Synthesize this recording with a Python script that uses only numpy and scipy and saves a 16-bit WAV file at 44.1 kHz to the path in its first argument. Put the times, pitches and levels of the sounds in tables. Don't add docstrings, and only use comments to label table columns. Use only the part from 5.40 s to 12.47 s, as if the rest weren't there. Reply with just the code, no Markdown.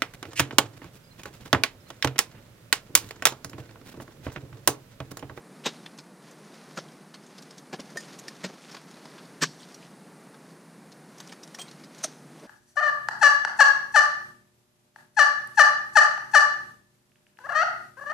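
import sys
import numpy as np
from scipy import signal
from scipy.fft import rfft, irfft, next_fast_len
from scipy.io import wavfile

SR = 44100
rng = np.random.default_rng(int(sys.argv[2]) if len(sys.argv) > 2 else 0)


def wav_record(signal):
    frames = np.transpose(np.atleast_2d(signal))
    bounded = np.clip(frames, -1, 1)
    quanta = np.round(bounded * 32767).astype(np.int16)
    wavfile.write(sys.argv[1], SR, quanta)


N = 311811
T = np.arange(N) / SR
SHORT = np.arange(SR // 3) / SR

# frequency in Hz, relative level in dB.
AIR_COLOUR = [(100, 2), (160, 3), (260, -1.5), (500, -7.5), (1000, -13), (2000, -17.5), (3200, -27.5),
              (4300, -25), (7500, -28.5), (9500, -24.5), (12000, -34.5), (15500, -42)]
# frequency in Hz, relative level in dB.
RUB_COLOUR = [(500, 12), (1400, 11.5), (2800, 6), (4300, 6.5), (6300, 5), (8000, -5.5), (12000, -11),
              (16000, -22)]
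# peak time in seconds, length in seconds, relative level in dB.
MOVES = [(0.377, 0.52, -58), (0.88, 0.12, -54.5), (1.255, 0.68, -54.5), (1.987, 0.53, -55),
         (2.62, 0.42, -52), (3.002, 0.74, -52), (3.326, 0.11, -48), (3.645, 0.73, -54), (4.3, 0.43, -54.5),
         (5.105, 0.2, -63.5), (5.853, 0.27, -54.5), (6.26, 0.46, -54.5), (6.64, 0.22, -49.5),
         (7.03, 0.27, -58)]
# middle in seconds, nominal length in seconds,
# relative level in dB, brightness centre in Hz.
SCRAPES = [(0.246, 0.01, -43.5, 3150), (0.33, 0.072, -58, 3720), (1.17, 0.07, -62, 5000),
           (2.638, 0.064, -55, 4600), (3.243, 0.055, -55, 4500), (3.352, 0.05, -57, 2340),
           (3.791, 0.018, -54.5, 2490), (4.221, 0.044, -52.5, 4400), (4.442, 0.037, -56, 4050),
           (5.895, 0.087, -60, 4500)]
# frequency in Hz, relative level in dB, free t60 in seconds.
POINT_MODES = [(1826, 3, 0.072), (3220, -13, 0.029), (3900, -15, .02), (4970, -13, 0.21), (5303, -24, 0.16),
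               (6830, -16.5, 0.19), (8500, -41, 0.1), (9000, -17, 0.18)]
# frequency in Hz, relative level in dB, free t60 in seconds.
CARABINER_MODES = [(3220, 3, 0.1), (3070, -9, .05), (4226, -13, 0.078), (7700, -10, .1), (8570, -1.5, 0.15),
                   (8800, -15, .09), (12390, -16, .1), (14940, -17, .1)]
# start in seconds, level in dB, share of the free t60 left by the contact.
POINT_CLINKS = [(.463, -38, 0.2), (2.572, -28.5, 1), (2.883, -35, 0.39), (6.147, -39.5, .35)]
# start in seconds, level in dB, share of the free t60 left by the contact.
CARABINER_CLINKS = [(5.893, -53, 0.45), (6.194, -42, 1), (6.205, -42, 0.68), (6.214, -41, 0.96)]
# time in seconds, tick level in dB, tick pitch in Hz,
# knock level in dB.
TAPS = [(0.4616, -8.5, 3470, -27), (0.578, -19, 5950, -28), (0.5871, -8, 4740, -15),
        (1.7426, -9, 4300, -12), (1.982, -12, 5000, -20), (2.0253, -16, 5660, -30),
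        (2.1092, -16, 5200, -16), (2.182, -14, 5800, -26), (2.3996, -13, 3420, -27),
        (2.401, -9.5, 5600, -30), (2.5721, -6, 6360, -5), (2.6064, -12.5, 6350, -24),
        (2.728, -17, 4440, -30), (2.7896, -10.5, 7000, -16), (2.882, -4.5, 4950, -19),
        (3.315, -15, 5500, -18), (3.347, -10, 4500, -6), (3.3684, -15, 4600, -8), (3.6552, -18, 4900, -11),
        (3.782, -16.5, 3700, -12), (4.3445, -14, 5630, -28), (4.9414, -22, 3700, -16),
        (5.519, -17, 4300, -28), (5.783, -17, 6000, -34), (5.8027, -9, 5900, -6.5),
        (5.8744, -18, 5800, -23), (5.8951, -12, 3360, -34), (5.923, -11.5, 5340, -6),
        (6.033, -12.5, 5600, -20), (6.0763, -16.5, 5500, -20), (6.1472, -9, 5500, -18),
        (6.188, -11, 5700, -2), (6.196, -13, 5700, -28), (6.2164, -8, 5800, -21), (6.2841, -13, 3800, -23),
        (6.313, -15, 5200, -29), (6.4383, -17, 5200, -26), (6.548, -21, 6000, -25),
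        (6.5837, -15, 6500, -29)]
# frequency in Hz, relative level in dB.
KNOCK_COLOUR = [(400, -5), (1300, -0.5), (1800, -2.5), (2700, -13), (16000, -45)]
# time in seconds, crushing time in seconds, t60 in seconds,
# thud level in dB, crack level in dB, crack tilt in dB per octave.
BLOWS = [ (0.259, 0.0086, 0.089, 14, 6.5, -3.5), (1.3757, 0.011, 0.025, 8, -3.5, -3),
         (2.3322, 0.01, 0.028, 15, -5.5, -5.5), (2.3946, 0.0024, 0.043, 12.5, -16.5, -8.5),
         (2.56, 0.0027, 0.02, 5, -21.5, -11.5), (3.04, 0.0089, 0.076, 16, -1, -3.5),
         (3.096, 0.0082, 0.053, 2, -29, -12.5), (4.0231, 0.012, 0.05, 20, 9, -0.5),
         (6.64, 0.0036, 0.051, 4, -2.5, 2), (7.025, 0.032, 0.028, 0, -24.5, -11.5)]
# time of the blow in seconds, frequency in Hz,
# width in Hz, relative level in dB.
HOLLOWS = [ (.2595, 840, 220, 10), (.2595, 1800, 250, 10), (.2595, 2750, 250, 7), (.2595, 3770, 250, 14.5),
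           (1.3755, 546, 170, 9), (1.3755, 1370, 260, 9), (1.3755, 1740, 200, 4), (2.3315, 350, 90, 13),
           (2.3315, 745, 90, 10.5), (2.3315, 1730, 120, 4), (3.041, 584, 120, 8), (3.041, 1880, 400, 2.5),
           (4.022, 155, 70, 19.5), (4.022, 420, 160, 11), (4.022, 960, 100, 13), (4.022, 1160, 180, 18),
           (4.022, 1700, 280, 20.5), (4.022, 3120, 250, 11), (4.022, 4600, 400, 12),
           (4.022, 5530, 450, 13.5), (4.022, 7800, 494, 9), (6.639, 610, 109, 14.5), (6.639, 1320, 130, 7),
           (6.639, 6040, 400, 15.5), (6.639, 9100, 494, 7)]
# frequency in Hz,
# level in dB relative to that at CRACK_HIGH_HZ.
CRACK_TOP = [(8700, -7.5), (10800, -27), (12800, -13.5), (15000, -26), (16000, -41)]

LEAD_S = 0.02
THUD_HZ, CRACK_LOW_HZ, CRACK_MID_HZ, CRACK_HIGH_HZ = 175, 570, 2880, 7000
BLOW_RISE_T60_S = 0.026
TAP_RISE_T60_S, TAP_HOLD_S, TAP_T60_S = 0.011, 0.001, 0.056
TICK_RISE_DB_PER_OCT, TICK_FALL_DB_PER_OCT = 7.5, 17.5
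STRAY_PER_S, STRAY_HZ = 7, 5060
STRAY_TICK_DB, STRAY_KNOCK_DB = 32, 31.5
CLOSE_BLOW_S = 4.03
SHEEN_HZ = 11700
LOW_CUT_HZ, TOP_HZ = 136.8, 15400


def undb(db):
    return 10 ** (np.asarray(db) / 20)


def unit(x):
    return x / np.sqrt(np.sum(x ** 2))


def fade(t, t60_s):
    return np.exp(-np.log(1000) * np.maximum(t, 0) / t60_s)


def add(track, start_s, x):
    i = int(start_s * SR)
    track[i:i + len(x)] += x[:max(N - i, 0)]


def colour(x, points):
    size = 2 * next_fast_len(len(x))
    hz, db = np.transpose(points)
    freqs_hz = np.maximum(np.fft.rfftfreq(size, 1 / SR), 1)
    response_db = np.interp(np.log(freqs_hz), np.log(hz), db)
    cepstrum = irfft(np.log(undb(response_db)))
    cepstrum[1:size // 2] *= 2
    cepstrum[size // 2 + 1:] = 0
    response = np.exp(rfft(cepstrum))
    return irfft(rfft(x, size) * response)[:len(x)]


def zero_phase(x, kind, hz, order):
    sos = signal.butter(N=order, Wn=hz, btype=kind, fs=SR, output="sos")
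    return signal.sosfiltfilt(sos, x)


def walk(rate_hz):
    knots = rng.standard_normal(int(N / SR * rate_hz) + 2)
    return np.interp(T * rate_hz, np.arange(len(knots)), knots)


def cracks(t, spread_db):
    size = np.minimum(rng.exponential(size=len(t)), 5)
    return rng.standard_normal(len(t)) * undb(spread_db * size)


def crush(hold_s, t60_s, rise_t60_s):
    t = SHORT - LEAD_S
    jerks_db = np.interp(SHORT, np.arange(400) / 1000, 3.8 * rng.standard_normal(400))
    envelope = undb(jerks_db) * fade(-t, rise_t60_s) * fade(t - hold_s, t60_s)
    return unit(cracks(SHORT, 1.16) * envelope)


def crumbs(times_s, centre_hz, size_db=4, cycles=14, octaves=0.58):
    out = np.zeros(N)
    t = SHORT[:SR // 100]
    for s in times_s:
        hz = centre_hz * 2 ** (octaves * rng.standard_normal())
        hz = np.clip(hz, centre_hz / 4, 9500)
        strength = undb(size_db * min(rng.exponential(), 3))
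        envelope = fade(t, cycles / hz) * (1 - np.exp(-hz * t))
        add(out, max(s, 0), strength * np.sin(2 * np.pi * hz * t) * envelope)
    return unit(out[:len(SHORT)])


def air(level_db=-48.5, sway_db=1.0):
    noise = unit(colour(rng.standard_normal(N), AIR_COLOUR)) * np.sqrt(N)
    return noise * undb(level_db + sway_db * walk(2.87))


def effort():
    power = 0
    for s, length_s, db in MOVES:
        swell = undb(db) * np.exp(-(2 * (T - s) / length_s) ** 2)
        power = power + swell ** 2
    return np.sqrt(power)


def rustle(gain_db=-2, flicker_db=2, grain_db=4.0):
    grains = unit(colour(cracks(T, grain_db), RUB_COLOUR)) * np.sqrt(N)
    return grains * effort() * undb(gain_db + flicker_db * walk(70))


def scrapes(crumbs_per_s=600, grit_db=-4, gain_db=-2):
    out = np.zeros(N)
    for s, length_s, db, hz in SCRAPES:
        swell = np.exp(-2 * ((SHORT - LEAD_S - length_s) / length_s) ** 2)
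        shape = [(hz / 6, -14), (hz * 0.82, -2), (hz, 0), (hz * 2, -6), (11000, -20), (16000, -26)]
        grit = unit(colour(cracks(SHORT, 2.5) * swell, shape))
        count = int(crumbs_per_s * length_s) + 2
        loose = crumbs(LEAD_S + length_s * rng.triangular(0, 1, 2, size=count), hz)
        scrape = (undb(grit_db) * grit + loose) * np.sqrt(length_s * SR)
        add(out, s - LEAD_S - length_s, scrape * undb(db + gain_db))
    return out


def clinks(table, modes):
    out = np.zeros(N)
    for s, db, free_share in table:
        ring = np.zeros(len(SHORT))
        for hz, level_db, t60_s in modes:
            detuned_hz = hz * (1 + 0.0045 * rng.standard_normal())
            decay = undb(level_db) * fade(SHORT, t60_s * free_share)
            ring += decay * np.sin(2 * np.pi * detuned_hz * SHORT)
        add(out, s, undb(db) * ring)
    return out


def tap(tick_db, hz, knock_db, uneven_db=6, ping_db=5, ping_octaves=0.074):
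    grid_hz = np.geomspace(400, 16000, num=72)
    octaves = np.log2(grid_hz / hz)
    ping = ping_db * np.exp(-(octaves / ping_octaves) ** 2)
    slopes = np.minimum(TICK_RISE_DB_PER_OCT * octaves, -TICK_FALL_DB_PER_OCT * octaves)
    tick = undb(tick_db + ping + slopes)
    knock_hz, knock_shape_db = np.transpose(KNOCK_COLOUR)
    knock = undb(knock_db + np.interp(np.log(grid_hz), np.log(knock_hz), knock_shape_db))
    uneven = uneven_db * (2 * rng.random(len(grid_hz)) - 1)
    shape_db = 20 * np.log10(np.hypot(tick, knock)) + uneven
    return colour(crush(TAP_HOLD_S, TAP_T60_S, TAP_RISE_T60_S), list(zip(grid_hz, shape_db)))


def taps():
    out, moving = np.zeros(N), effort()
    for s, tick_db, hz, knock_db in TAPS:
        add(out, s - LEAD_S, tap(tick_db, hz, knock_db))
    for when, pitch in rng.random((int(STRAY_PER_S * N / SR), 2)):
        stray = tap(STRAY_TICK_DB, STRAY_HZ * 2 ** (pitch - 0.5), STRAY_KNOCK_DB)
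        add(out, when * N / SR, moving[int(when * N)] * stray)
    return out


def hollows(blow_s, hold_s, t60_s):
    out = np.zeros(len(SHORT))
    for s, hz, width_hz, db in HOLLOWS:
        if abs(s - blow_s) < 0.02:
            note = crush(hold_s, t60_s, BLOW_RISE_T60_S)
            for q in (hz / width_hz, 2):
                note = signal.lfilter(*signal.iirpeak(hz, q, fs=SR), note)
            out += unit(note) * undb(db) * np.sqrt(np.pi * width_hz / SR)
    return out


def blows(spray_db=-19, spray_t60_s=0.093, thud_lag_s=0.00193, tinkle_db=-23):
    out = np.zeros(N)
    for s, hold_s, t60_s, thud_db, crack_db, tilt in BLOWS:
        low_db, high_db = (crack_db + tilt * np.log2(hz / CRACK_MID_HZ)
                           for hz in (CRACK_LOW_HZ, CRACK_HIGH_HZ))
        body = [(THUD_HZ, thud_db), (CRACK_LOW_HZ, low_db), (CRACK_HIGH_HZ, high_db)]
        body += [(hz, high_db + db) for hz, db in CRACK_TOP]
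        crack = colour(crush(hold_s, t60_s, BLOW_RISE_T60_S), body)
        thud = zero_phase(crack, "low", 745, order=2)
        crack = crack - thud + hollows(s, hold_s, t60_s)
        spray = colour(unit(cracks(SHORT, 1.9) * fade(SHORT, spray_t60_s)), body)
        spray = colour(spray, [(300, -15), (2000, 8), (4200, 16), (6300, 17), (8500, -10)])
        chips = crumbs(rng.exponential(0.017, size=30), 4400) * np.sqrt(np.sum(crack ** 2))
        add(out, s - LEAD_S, crack)
        add(out, s - LEAD_S + thud_lag_s, thud)
        add(out, s + hold_s, undb(spray_db) * spray + undb(tinkle_db) * chips)
    return out


def gully(x, echo_db=-23, t60_s=0.53):
    t = T[:SR]
    tail = unit(rng.standard_normal(SR) * fade(t, t60_s) * (1 - np.exp(-t / 0.0085)))
    tail = colour(tail, [(200, 12.5), (1500, -13.5), (4300, 3), (9000, -0.5)])
    return x + undb(echo_db) * signal.fftconvolve(x, tail)[:N]


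def scene(lean_db=-11, width_db=-23, sheen_db=-71, scatter_t60_s=0.015):
    steel = clinks(POINT_CLINKS, POINT_MODES) + clinks(CARABINER_CLINKS, CARABINER_MODES)
    hits = blows() + taps() + steel
    mid = air() + rustle() + scrapes() + gully(hits)
    close = zero_phase(hits, "high", 1000, order=4) * (abs(T - CLOSE_BLOW_S) < 0.05)
    scatter = unit(rng.standard_normal(len(SHORT)) * fade(SHORT, scatter_t60_s))
    top = undb(lean_db) * hits + undb(sheen_db) * rng.standard_normal(N)
    top = zero_phase(top, "high", SHEEN_HZ, order=12)
    side = top + undb(width_db) * signal.fftconvolve(close, scatter)[:N]
    return np.array([mid - side, mid + side])


def record(dry, leak_db=-33):
    cut = zero_phase(dry, "high", LOW_CUT_HZ, order=12)
    top_cut = signal.ellip(8, 0.2, 70, TOP_HZ, fs=SR, output="sos")
    return signal.sosfilt(top_cut, cut + undb(leak_db) * dry)


dry = scene()
out = record(dry)
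wav_record(out)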